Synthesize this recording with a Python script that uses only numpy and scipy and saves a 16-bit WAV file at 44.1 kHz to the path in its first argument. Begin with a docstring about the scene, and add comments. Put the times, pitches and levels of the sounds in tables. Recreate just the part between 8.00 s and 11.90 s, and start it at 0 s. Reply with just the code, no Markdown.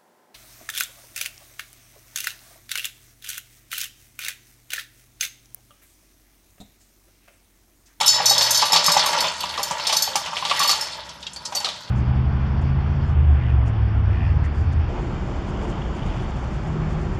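"""Hard dried roots are raked by hand from a steel bowl into the metal drum of a grinder.
From the start they ping on the steel (ringing modes), thud on the bottom (a short tone and modes) and
clack together (coloured noise), over a rattle of tiny random contacts that comes in waves and thins out.
Towards the end short noise rasps and squeaks skid on the bowl, and a few last roots land.
The hollow drum rings on after the hits; throughout, the workshop is dull noise with a faint hum now and then."""
import sys
import numpy as np
from scipy import signal
from scipy.fft import rfft, irfft, next_fast_len
from scipy.io import wavfile

SR = 44100
rng = np.random.default_rng(int(sys.argv[2]) if len(sys.argv) > 2 else 0)


def transcribe(u):
    """Save the signal u as a 16-bit wav file named by the first command-line argument.

    u: samples, shape (n,) or (channels, n), limited to [-1, 1]; the rate is SR.
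    q: integer samples, one column per channel.
    """
    v = np.clip(np.atleast_2d(u).T, -1, 1)
    q = np.round(v * 32767).astype(np.int16)
    wavfile.write(sys.argv[1], SR, q)


N = 171990  # length of the scene, samples
T = np.arange(int(.55 * SR)) / SR  # time within one hit, s


def amp(db):
    """Decibels to gain."""
    return 10 ** (np.asarray(db) / 20)


def unit(x):
    """Scale to rms 1."""
    return x / np.sqrt(np.mean(x ** 2) + 1e-20)


def along(points, hz):
    """Read (f/Hz, value) points on a log frequency axis."""
    point_hz, value = np.transpose(points)
    return np.interp(np.log(hz + 1), np.log(point_hz + 1), value)


def near(hz, centre_hz, octaves):
    """Bell-shaped weight around a pitch."""
    return np.exp(-.5 * (np.log2((hz + 1) / centre_hz) / octaves) ** 2)


def fade(t60):
    """Exponential decay over the length of one hit, losing 60 dB in t60 seconds."""
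    nepers = T.astype(np.float32) * np.float32(-np.log(1000) / max(t60, 1e-3))
    return np.exp(np.maximum(nepers, -30))


def add(track, s, sound):
    """Mix a sound into a track at a time in seconds."""
    part = track[max(round(s * SR), 0):][:len(sound)]
    part += sound[:len(part)]


def colour(x, db_of_hz):
    """Causal minimum-phase filter with the given gain curve, built by folding its cepstrum."""
    m = 2 * next_fast_len(len(x) // 2 + 1024)
    gain = amp(db_of_hz(np.fft.rfftfreq(m, 1 / SR)))
    cepstrum = irfft(np.log(gain), m)
    cepstrum[1:m // 2] *= 2
    cepstrum[m // 2 + 1:] = 0
    return irfft(rfft(x, m) * np.exp(rfft(cepstrum)), m)[:len(x)]


def noise(points, size):
    """Coloured noise of rms 1."""
    return unit(colour(rng.standard_normal(size), lambda hz: along(points, hz)))


def burst(points, t60, size=6000):
    """A short dying puff of coloured noise."""
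    return noise(points, size=size) * fade(t60)[:size]


def ring(modes, boost_db, scatter_db):
    """Decaying sine modes struck with fresh strengths and phases; starts at about rms 1."""
    mode_hz, mode_db, mode_t60 = np.transpose(modes)
    chance = rng.standard_normal((len(mode_hz), 2))
    gains = amp(mode_db + boost_db + scatter_db * chance[:, 0])
    gains *= np.sqrt(2) / np.linalg.norm(gains)
    out = 0
    for gain, hz, turn, t60 in zip(gains, mode_hz, chance[:, 1], mode_t60):
        phase = (2 * np.pi * hz * T + np.pi * turn).astype(np.float32)
        out = out + gain * np.sin(phase) * fade(t60)
    return out


# how long the steel wall rings (f/Hz, t60/s)
STEEL_T60 = [(3800, 0.4), (5300, 0.31), (7000, 0.27), (10000, 0.17), (15000, 0.23)]


def wall(mode_hz, mode_db):
    """Rows of (f/Hz, level/dB, t60/s) for the steel wall."""
    return np.column_stack([mode_hz, mode_db, along(STEEL_T60, np.array(mode_hz))])


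# how long the hollow drum echoes (f/Hz, t60/s)
DRUM_ECHO_T60 = [(150, 0.15), (500, 0.56), (1000, 0.89), (2800, 0.75), (5000, 0.63), (8000, 0.32),
                 (14000, 0.31)]
EARLY_T60_S = .09  # decay of the first reflections


def drum(x, early_db, tail_db, size=256):
    """Sound inside the drum: dense first reflections and a long hollow tail, drawn afresh each time."""
    # the tail is noise in short blocks, each frequency dying at its own speed
    blocks = rng.standard_normal((len(T) // size + 1, size))
    t = np.arange(len(blocks))[:, None] * size / SR
    decay = np.exp(-np.log(1000) * t / along(DRUM_ECHO_T60, np.fft.rfftfreq(size, 1 / SR)))
    tail = irfft(rfft(blocks) * decay).ravel()[:len(T)]
    early = rng.standard_normal(len(T)) * fade(EARLY_T60_S)
    answer = amp(early_db) * unit(early) + amp(tail_db) * unit(tail)
    answer[0] += np.sqrt(len(T))  # the direct sound
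    return signal.fftconvolve(x, unit(answer) / np.sqrt(len(T)))[:max(len(x), len(T))]


# colour of dry root on root or bowl (f/Hz, level/dB)
ROOT_COLOUR = [(200, -23.5), (700, 5.5), (1600, -5), (3200, 2.5), (5000, 1.5), (7000, 0), (10000, -7),
               (15000, -28)]


def woody(hz, favour_db, octaves, size=6000, dull_db=7):
    """Noise in the colour of one dry root; dull_db is its loss per octave above the pitch."""
    def tone(f):
        dulling = dull_db * np.log2(np.maximum(f / hz, 1))
        return along(ROOT_COLOUR, f) + favour_db * near(f, hz, octaves) - dulling
    return unit(colour(rng.standard_normal(size), tone))


# roots striking steel (t/s, level/dB, f/Hz favoured by the spot that is hit,
# relative treble level/dB, level/dB of the part left ringing freely, at most 0)
PINGS = [(0.0094, -10, 3760, -16.5, -13), (0.0604, -9.5, 5480, -6.5, -3), (0.0768, -3, 7200, -16.5, -5.5),
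         (0.0883, -6.5, 4350, -24, -8.5), (0.142, -16.5, 5350, -23, 0), (0.2562, -5, 5920, -11, -4),
         (0.2942, -5, 4300, -10.5, -4), (0.379, -5, 5100, -15, -10), (0.417, -14.5, 4650, -9, 0.5),
         (0.5067, -6, 6340, -5, -8.5), (0.5441, -9, 4800, -14, -1.5), (0.573, -11.5, 4570, -7, -6),
         (0.653, -18, 3840, -7.5, -1.5), (0.7207, -5.5, 5110, -17, -8.5), (0.7317, -7, 3840, -13, -7.5),
         (0.841, -9, 4170, -13, -13), (0.8617, -3.5, 6240, -11, -11), (0.9174, -6, 4100, -9.5, -8),
         (0.9697, -8.5, 6000, -25, -11), (1.059, -12, 6400, -4, -10), (1.2044, -8.5, 4200, -9, -14.5),
         (1.282, -16, 4580, -35, -14), (1.4047, -17, 4230, -8.5, -17), (1.6297, -10.5, 6800, -6.5, -14.5),
         (1.8683, -9.5, 4700, -10.5, -10), (1.9246, -28, 5140, 3, 3), (1.966, -5, 5880, -10, -13),
         (2.0216, -7, 6400, -5.5, -10.5), (2.1555, -20, 6640, 0, -8), (2.5923, -10, 4100, -7.5, -10.5),
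         (2.6295, -10.5, 4370, -13, -6.5), (2.6744, -11.5, 4420, -9.5, -3.5), (2.711, -6, 4500, -13.5, -15),
         (2.8087, -12, 5450, -12, -11.5), (3.5531, -20, 4740, -5.5, -5.5)]
# modes of the steel wall (f/Hz) and their relative strengths (level/dB)
STEEL_HZ = [3456, 3834, 4334, 4422, 4469, 4532, 5036, 5134, 5258, 5356, 5580, 5992, 6040, 6341, 6395, 6606,
            6972, 7092, 7190, 7412]
STEEL_DB = [-15, -7, -10, -4, -2, -7, -9, -2, -2, 0, -14, -6, -12, -7, -14, -15, -13, -5, -11, -12]
# high overtones of the wall, rung by sharp contacts (f/Hz), and their relative strengths (level/dB)
OVERTONE_HZ = [8046, 8376, 8890, 9528, 9900, 10142, 10982, 11138, 11558, 11645, 11797, 12279, 12720, 12960,
               13044, 13474, 14362, 14745]
OVERTONE_DB = [-2.5, 6, 8.5, 8, 1, -7, 4, -25, 7.5, 0, 2, 3, -6, -16, 7, -33, -36, -21]
# colours of the contact noise: its crack and its bright spark (f/Hz, level/dB)
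CRACK = [(500, -37.5), (1500, -9.5), (3000, -17), (5000, -28), (7000, 13.5), (9000, 3.5), (15000, -63)]
SPARK = [(5000, -17), (8500, -11), (10500, 3), (12000, 0), (14500, 5), (16000, -16)]


def pings(ring_db=-3.0, overtone_db=-4, crack_db=-15, spark_db=-11, favour_db=8, damp_t60=0.038):
    """Each blow rings the wall; roots lying against it soak up part of the ring at once."""
    out = np.zeros(N)
    rise = 1 - np.exp(-T / .002)
    for s, db, hz, treble_db, free_db in PINGS:
        favour = favour_db * near(np.array(STEEL_HZ), hz, octaves=.07)
        body = amp(ring_db) * ring(wall(STEEL_HZ, STEEL_DB), favour, scatter_db=3)
        top = amp(overtone_db + treble_db) * ring(wall(OVERTONE_HZ, OVERTONE_DB), 0, scatter_db=5)
        free = min(amp(free_db), 1)
        damping = free + (1 - free) * fade(damp_t60)
        contact = amp(crack_db) * burst(CRACK, 0.05)
        contact += amp(spark_db + treble_db) * burst(SPARK, 0.047)
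        blow = (body + top) * damping + drum(contact, early_db=-4, tail_db=-3)
        add(out, s, amp(db) * rise * blow)
    return out


# roots landing on the bottom (t/s, level/dB, f/Hz, relative level/dB of the deep part of the knock)
THUDS = [(0.01, -8, 880, -17), (0.202, -9.5, 836, -6), (0.309, -10.5, 810, -4), (0.377, -22, 845, -6),
         (0.409, -20, 974, -7), (0.624, -5.5, 870, -11.5), (0.7, -18, 869, -9), (0.73, -4.5, 884, -20),
         (0.756, -6.5, 880, -17), (0.882, -5.5, 1130, -32), (0.939, -13, 970, -5), (0.966, -3, 856, -14),
         (1.039, -12, 870, -14), (1.062, -12, 1095, -27), (1.129, -9, 890, -25), (1.174, -13, 910, -11),
         (1.24, -14.5, 840, -6.5), (1.438, -15.5, 980, -27), (1.577, -17.5, 1145, 1.5),
         (1.594, -12.5, 1005, -14), (1.709, -13, 950, -7), (1.789, -21.5, 1015, -17),
         (1.895, -17.5, 902, -23), (1.927, -16.5, 1140, -12), (2.076, -16.5, 854, -4),
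         (2.155, -8, 873, -22), (2.272, -16.5, 963, -23), (2.331, -17.5, 930, -18),
         (2.425, -13.5, 1026, -30), (2.452, -17.5, 906, -17), (2.513, -11, 1130, -19),
         (2.601, -10, 1126, -35), (2.615, -9, 1130, -26), (2.648, -14, 1160, -23), (2.692, -13, 1185, -24),
         (2.73, -13.5, 1148, -18), (3.523, -18, 956, -10), (3.552, -20, 780, -4), (3.604, -23.5, 840, -17),
         (3.669, -21.5, 1260, -8)]
# modes of the drum bottom and the air above it (f/Hz, level/dB, t60/s)
BOTTOM = [(168.2, -8.5, 0.28), (534, -28, 0.6), (588.2, -8, 0.55), (810, 5, 0.19), (877.5, -12.5, 0.51),
          (946, -21.5, 0.36), (959, -12.5, 0.54), (1167, 4.5, 0.28), (1257, -0.5, 0.05)]
# colours of the knock and of its deep part (f/Hz, level/dB)
KNOCK = [(25, -49), (60, -28), (170, -12.5), (260, -11.5), (480, -20), (650, -13.5), (1000, 4), (1500, -6),
         (3000, -2.5), (8000, -40)]
DEEP = [(25, -41), (80, -11), (170, -10), (260, -22.5), (400, -12.5), (590, 11.5), (720, -22.5),
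        (1100, -41), (3000, -43)]


def thuds(push_db=-4, ring_db=-16, knock_db=-11, deep_db=-8, favour_db=8):
    """A landing root gives a short pitched knock and stirs the modes of the bottom."""
    out = np.zeros(N)
    rise = 1 - np.exp(-T / 0.00098)
    for s, db, hz, low_db in THUDS:
        push = amp(push_db) * np.sqrt(2) * np.sin(2 * np.pi * hz * T) * fade(0.041)
        favour = favour_db * near(np.array(BOTTOM)[:, 0], hz, octaves=0.064)
        modes = amp(ring_db) * ring(BOTTOM, favour, scatter_db=3.0)
        knock = amp(knock_db) * burst(KNOCK, 0.054)
        knock += amp(deep_db + low_db) * burst(DEEP, 0.1)
        add(out, s, amp(db) * rise * (push + modes + drum(knock, early_db=7.5, tail_db=1)))
    return out


# root against root (t/s, level/dB, f/Hz, relative level/dB of crumble and echo)
CLACKS = [(0.1994, -27, 5440, -7), (0.4095, -4, 4860, -1), (0.4647, -12, 4600, 3.5),
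          (0.6177, -6.5, 4840, 1.5), (0.7311, -7.5, 3900, 3), (0.7608, -3, 4460, 2.5),
          (0.8909, -13, 5200, 7), (0.9934, -4, 4370, -1.5), (1.037, -18, 3360, -6), (1.1289, -15, 3050, -5),
          (1.2542, -19, 3020, 0), (1.4329, -16.5, 3220, -2), (1.4925, -18.5, 3680, -1.5),
          (1.5394, -18, 3050, -2.5), (1.576, -14, 4460, -2), (1.709, -15.5, 7120, -2),
          (1.7968, -18, 2600, -3), (1.8497, -19, 3470, 3), (1.8687, -16, 4490, 5), (1.895, -12, 3240, 3.5),
          (1.9248, -8.5, 5150, 4.5), (2.1555, -9.5, 6350, 1), (2.259, -18, 2800, 2), (2.3669, -14, 2960, 1),
          (2.384, -22, 3470, -6), (2.4505, -10, 3600, -0.5), (2.4732, -20, 2410, -11),
          (2.496, -12.5, 3700, 3.5), (2.5116, -7.5, 2600, -2.5), (2.5481, -15.5, 2970, -7),
          (2.6044, -13, 4960, -14), (2.6928, -6, 5200, 2.5), (3.523, -29, 6300, 1), (3.645, -10, 4000, 2.5),
          (3.6872, -16.5, 3820, 1)]


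def clacks(level_db=-3, favour_db=7, crumble_db=-9, crumble_t60=0.12, tail_db=-25, tail_t60=0.92):
    """A dry snap coloured by the size of the root, a brief crumble as it settles, and the drum's echo."""
    out = np.zeros(N)
    # three envelopes shape the same noise
    snap = .6 * fade(.018) * (1 - np.exp(-T / .0007))
    crumble = amp(crumble_db) * fade(crumble_t60) * (1 - np.exp(-T / .003))
    echo = amp(tail_db) * fade(tail_t60) * (1 - np.exp(-T / 0.0032))
    for s, db, hz, echo_db in CLACKS:
        wood = woody(hz, favour_db, octaves=.35, size=len(T))
        add(out, s, amp(db + level_db) * wood * (snap + amp(echo_db) * (crumble + echo)))
    return out


def grains(rate, hz, spread, cycles, size_db):
    """Random tiny contacts, each a few cycles at its own pitch within spread octaves either way."""
    chance = rng.random((int(rate * N / SR), 3))  # moment, pitch, size
    t = T[:SR // 50]
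    pitch = hz * 2 ** (spread * (2 * chance[:, 1:2] - 1))
    size = amp(-size_db * np.log(.04 + .96 * chance[:, 2:]))  # many small, few large
    waves = size * np.sqrt(pitch) * np.sin(2 * np.pi * pitch * t) * np.exp(-pitch * t / cycles)
    at = (chance[:, :1] * N).astype(int) + np.arange(len(t))
    return np.bincount(at.ravel(), waves.ravel(), N)[:N]


# flow of loose pieces (t/s, level/dB of small chatter, level/dB of tumbling on the bottom)
FLOW = [(0.0, -23.5, -32.5), (0.32, -27, -29.5), (0.46, -24, -30), (0.69, -28.5, -33), (0.92, -23, -28.5),
        (1.1, -23.5, -26), (1.25, -25, -28), (1.37, -34, -36), (2.02, -30.5, -33.5), (2.23, -35.5, -37),
        (2.44, -35, -39), (2.61, -22, -33), (3.04, -41.5, -40.5), (3.33, -48.5, -49), (3.52, -42.5, -40),
        (3.64, -39.5, -39.5), (3.77, -41, -46), (3.9, -46, -46)]
# colours of the chatter and of the tumbling (f/Hz, level/dB)
CHATTER = [(300, -23), (1000, -5.5), (1600, -6), (2400, -4.5), (3400, 0.5), (4800, -1.5), (6500, -5.5),
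           (9000, -12.5), (12000, -17), (14500, -28), (16000, -45)]
TUMBLE = [(25, -60), (80, -21.5), (170, -11.5), (250, -23), (460, -14.5), (600, 0.5), (720, -7.5),
          (880, 4.5), (1150, -4.5), (1500, -1.5), (2500, -30)]
PIECES_PER_S, TUMBLES_PER_S = 330, 130


def rattle(chatter_db=-1, tumble_db=-1, shimmer_db=-8):
    """Small pieces chatter and tumble as the hand pushes them over the rim, and keep the wall ringing."""
    s, small_db, low_db = np.transpose(FLOW)
    t = np.arange(N) / SR
    small_flow = amp(np.interp(t, s, small_db))
    low_flow = amp(np.interp(t, s, low_db) + tumble_db)
    pieces = grains(PIECES_PER_S, hz=4460, spread=1.737, cycles=1.85, size_db=3)
    pieces = colour(pieces, lambda f: along(CHATTER, f))
    chatter = small_flow * unit(drum(pieces, early_db=1, tail_db=1))
    wall_ring = ring(wall(STEEL_HZ, STEEL_DB), 0, scatter_db=-0.5)
    shimmer = small_flow * unit(signal.fftconvolve(pieces, wall_ring)[:N])
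    low = grains(TUMBLES_PER_S, hz=674, spread=1.52, cycles=0.47, size_db=3)
    low = colour(low, lambda f: along(TUMBLE, f))
    tumble = low_flow * unit(drum(low, early_db=0.5, tail_db=2))
    return amp(chatter_db) * chatter + amp(shimmer_db) * shimmer + tumble


# roots skidding briefly on the bowl (t/s, level/dB, f/Hz, width/octaves, swell/s)
SKIDS = [(3.09, -31.5, 4970, 0.94, 0.0033), (3.226, -30.5, 3800, 1, 0.004), (3.266, -23.5, 3360, 1, 0.0027),
         (3.332, -31.5, 8400, 0.56, 0.0023), (3.36, -23.5, 4584, 0.049, 0.0036),
         (3.451, -24, 5830, 0.96, 0.0052), (3.468, -34, 4760, 0.2, 0.0039),
         (3.549, -19, 6200, 0.52, 0.0035), (3.564, -18.5, 4530, 0.027, 0.0061),
         (3.601, -28, 6700, 0.93, 0.0029)]


def skids(tail_db=-12):
    """A root slips on the bowl: a short rasp, or a squeak when its band is narrow."""
    out = np.zeros(N)
    for s, db, hz, width, swell_s in SKIDS:
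        rasp = woody(hz, 27.2, width, dull_db=0.5)
        u = T[:len(rasp)] / max(swell_s, .001)
        swell = u ** 2 * np.exp(2 * (1 - u))  # peaks at 1 after swell_s
        stroke = unit(rasp * swell) * np.sqrt(np.mean(swell ** 2))
        add(out, s, amp(db) * drum(stroke, early_db=0.5, tail_db=tail_db))
    return out


# colour of the room noise (f/Hz, level/dB)
WORKSHOP = [(20, -26), (45, -13), (66, 0.5), (95, -3.5), (170, -0.5), (280, -8.5), (600, -13), (1500, -7.5),
            (4000, -54), (8000, -43), (12000, -52), (16000, -77)]
WORKSHOP_DB = -49.5
# a faint low hum comes and goes (t/s, length/s, f/Hz, level/dB)
HUM = [(.03, 0.71, 121, -44.5), (1.053, 0.87, 76.1, -52.5), (2.852, .7, 64.4, -54)]


def workshop():
    """Dull room noise with a low sine hum that swells and fades."""
    out = amp(WORKSHOP_DB) * noise(WORKSHOP, size=N)
    for s, length, hz, db in HUM:
        t = np.arange(int(length * SR)) / SR
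        swell = np.sin(np.pi * t / length)
        add(out, s, amp(db) * np.sqrt(2) * np.sin(2 * np.pi * hz * t) * swell)
    return out


def scene():
    """The pour over the low hum of the workshop, as one channel."""
    mix = pings() + thuds() + clacks() + rattle() + skids() + workshop()
    return mix[None]


TOP_HZ = 15300  # band limit of the recorder


def record(dry):
    """The recorder rounds the highest peaks and cuts steeply above its band limit."""
    rounded = dry / (1 + np.abs(dry / .95) ** 6) ** (1 / 6)
    m = next_fast_len(N + SR // 2)
    cut = np.sqrt(1 + (np.fft.rfftfreq(m, 1 / SR) / TOP_HZ) ** 160)
    return irfft(rfft(rounded, m) / cut, m)[:, :N]


dry = scene()
out = record(dry)
transcribe(out)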